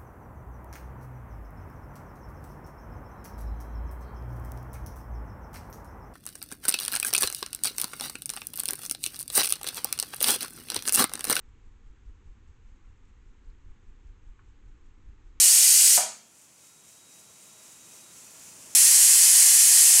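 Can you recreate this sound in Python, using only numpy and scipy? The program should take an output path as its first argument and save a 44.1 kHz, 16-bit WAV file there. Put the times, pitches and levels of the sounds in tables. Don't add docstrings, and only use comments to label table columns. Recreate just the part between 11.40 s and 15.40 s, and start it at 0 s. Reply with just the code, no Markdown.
import sys
import numpy as np
from scipy import signal
from scipy.fft import rfft, irfft
from scipy.io import wavfile

SR = 44100
rng = np.random.default_rng(int(sys.argv[2]) if len(sys.argv) > 2 else 0)


def pcm_store(signal):
    levels = np.round(np.clip(np.atleast_2d(signal), -1, 1) * 32767)
    wavfile.write(sys.argv[1], SR, levels.astype(np.int16).T)


N = 176400


def undb(db):
    return 10 ** (np.asarray(db) / 20)


def noise(spectrum, even=0):
    hz, db = np.array(spectrum, float).T
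    octave, points = np.log2(np.maximum(np.fft.rfftfreq(N, 1 / SR), 1)), np.log2(hz)
    outside = np.abs(octave - np.clip(octave, points[0], points[-1]))
    gain = undb(np.interp(octave, points, db) - 36 * outside)
    x = irfft(rfft(rng.standard_normal(N)) * gain, N)
    if even:
        steady = rfft(x / np.abs(signal.hilbert(x)) ** even)
        x = irfft(gain * np.exp(1j * np.angle(steady)), N)
    return x / np.std(x)


def walk(per_s):
    steps = rng.standard_normal(N // 100)
    return np.interp(np.arange(N) / SR * per_s, np.arange(len(steps)), steps)


def ring(age, attack_s, t60_s):
    return np.clip(age / attack_s, 0, 1) * np.exp(-np.log(1000) * np.maximum(age, 0) / t60_s)


def bursts(t, events, attack_s, t60_s):
    return sum(undb(db) * ring(t - start, attack_s, t60_s) for start, db in events)


# f/Hz, level/dB
WASH_EQ = [(100, -6), (160, -5), (200, 0.5), (280, -1.5), (400, -5.5), (500, -9), (570, -17), (640, -30)]
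DRONE_EQ = [(240, -17.5), (290, 2.5), (340, -1.5), (420, -12.5)]
# t/s, level/dB
WASH_RIDE = [(0, -69), (1.2, -69.5), (2.3, -68.5), (3, -69), (4, -70)]

def town(t):
    wash = undb(np.interp(t, *np.array(WASH_RIDE).T)) * noise(WASH_EQ)
    fade_in = np.clip((t - 3.02) / .23, 0, 1)
    return wash + undb(-73.5) * fade_in * noise(DRONE_EQ)


# f/Hz, level/dB
RUMBLE_EQ = [(8, -3), (25, 1), (45, -3.5), (70, -9), (100, -10.5), (125, -18), (160, -32), (250, -51)]
HISS_EQ = [(620, -17.5), (720, -6.5), (800, -1.5), (1100, -0.5), (1600, -2.5), (2300, -5), (3200, -9.5),
           (4000, -13), (4800, -17.5), (5600, -17), (6300, -14), (7500, -13.5), (8000, -18.5),
           (8700, -38.5)]

def camera_bed(t):
    whine = undb(-88.5) * np.sin(2 * np.pi * 6500 * t)
    return undb(-54) * noise(RUMBLE_EQ, even=.5) + undb(-72) * noise(HISS_EQ) + whine


# t/s, level/dB
TICK_CUES = [(2.045, -71), (2.099, -66.5)]
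# f/Hz, level/dB
TICK_EQ = [(3600, -30), (4100, -2), (4450, -4), (4850, -4), (5200, -10), (7000, -27)]

def twig_ticks(t):
    return noise(TICK_EQ) * bursts(t, TICK_CUES, attack_s=.002, t60_s=.026)


# t/s, level/dB
SCUFF_CUES = [(1.44, -65), (2.305, -70), (3.967, -64.5)]
# f/Hz, level/dB
SCUFF_EQ = [(750, -9), (1100, 7), (1800, -9), (2500, -1), (4000, -14)]

def paw_scuffs(t):
    return noise(SCUFF_EQ) * bursts(t, SCUFF_CUES, attack_s=.0083, t60_s=.085)


# t/s, relative level/dB
KNOCK_CUES = [(2.9918, -54), (2.99309, -53), (2.9965, -58), (3.0097, -64.5)]
# f/Hz, relative level/dB, t60/s
WOOD_MODES = [(1110, 5, .035), (1274, 2.5, .022), (1440, -0.5, .019), (1612, -11, 0.013), (2206, -6.5, .02)]

def wood_knock(t):
    out = np.zeros(N)
    for start, db in KNOCK_CUES:
        age = t - start
        for hz, mode_db, t60 in WOOD_MODES:
            envelope = undb(db + mode_db) * ring(age, attack_s=.0003, t60_s=t60)
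            out += envelope * np.sin(2 * np.pi * hz * age)
    low_cut = signal.butter(4, 900, "highpass", fs=SR, output="sos")
    return signal.sosfilt(low_cut, out) / 2


PULSE_HZ, PULSE_START_S = 5, .025

def pulse(t, attack_s=.051, hold_s=.026, release_s=.051):
    age = (t - PULSE_START_S) % (1 / PULSE_HZ)
    return np.interp(age, np.cumsum([0, attack_s, hold_s, release_s]), [0, 1, 1, 0])


# f/Hz, level/dB
FIZZ_EQ = [(700, -14.5), (1000, -3.5), (2500, -1.5), (4800, -5.5), (6300, -0.5), (7600, 1), (8200, -4),
           (8700, -13.5)]
# t/s, level/dB
SPIT_CUES = [(.085, -75), (.252, -76), (.472, -78), (.657, -75), (.846, -78), (1.073, -73), (1.295, -76),
             (1.356, -74.5), (1.648, -75), (2.872, -76), (3.455, -74), (3.865, -76)]

def camera_fizz(t, lead_s=.012):
    flicker_db = 3.2 * walk(per_s=110)
    throb = undb(-84.5 + flicker_db) * pulse(t + lead_s)
    spits = bursts(t, SPIT_CUES, attack_s=.0039, t60_s=.096)
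    return np.hypot(throb, spits) * noise(FIZZ_EQ)


SWELL_ACCENTS = [0.5, 2, 1.5, 5, 5, 2, 1, 3, -2.5, 5.5, 4.5, 6.5, 2, 5.5, 4.5, -5.5, 6, -5.5, 7.5, 2]
# f/Hz, level/dB
SWELL_EQ = [(8, -2), (30, 0.5), (45, -2.5), (65, -9.5), (100, -16.5), (135, -30), (200, -36.5),
            (450, -43.5), (620, -69.5)]

def camera_swells(t):
    cycle = np.clip(((t - PULSE_START_S) * PULSE_HZ).astype(int), 0, len(SWELL_ACCENTS) - 1)
    return undb(-50) * undb(SWELL_ACCENTS)[cycle] * pulse(t) * noise(SWELL_EQ, even=.9)


def scene():
    t = np.arange(N) / SR
    camera = camera_swells(t) + camera_fizz(t) + camera_bed(t)
    return (camera + town(t) + twig_ticks(t) + paw_scuffs(t) + wood_knock(t))[None]


def record(dry):
    return signal.sosfilt(signal.ellip(8, .2, 70, 8600, fs=SR, output="sos"), dry)


dry = scene()
out = record(dry)
pcm_store(out)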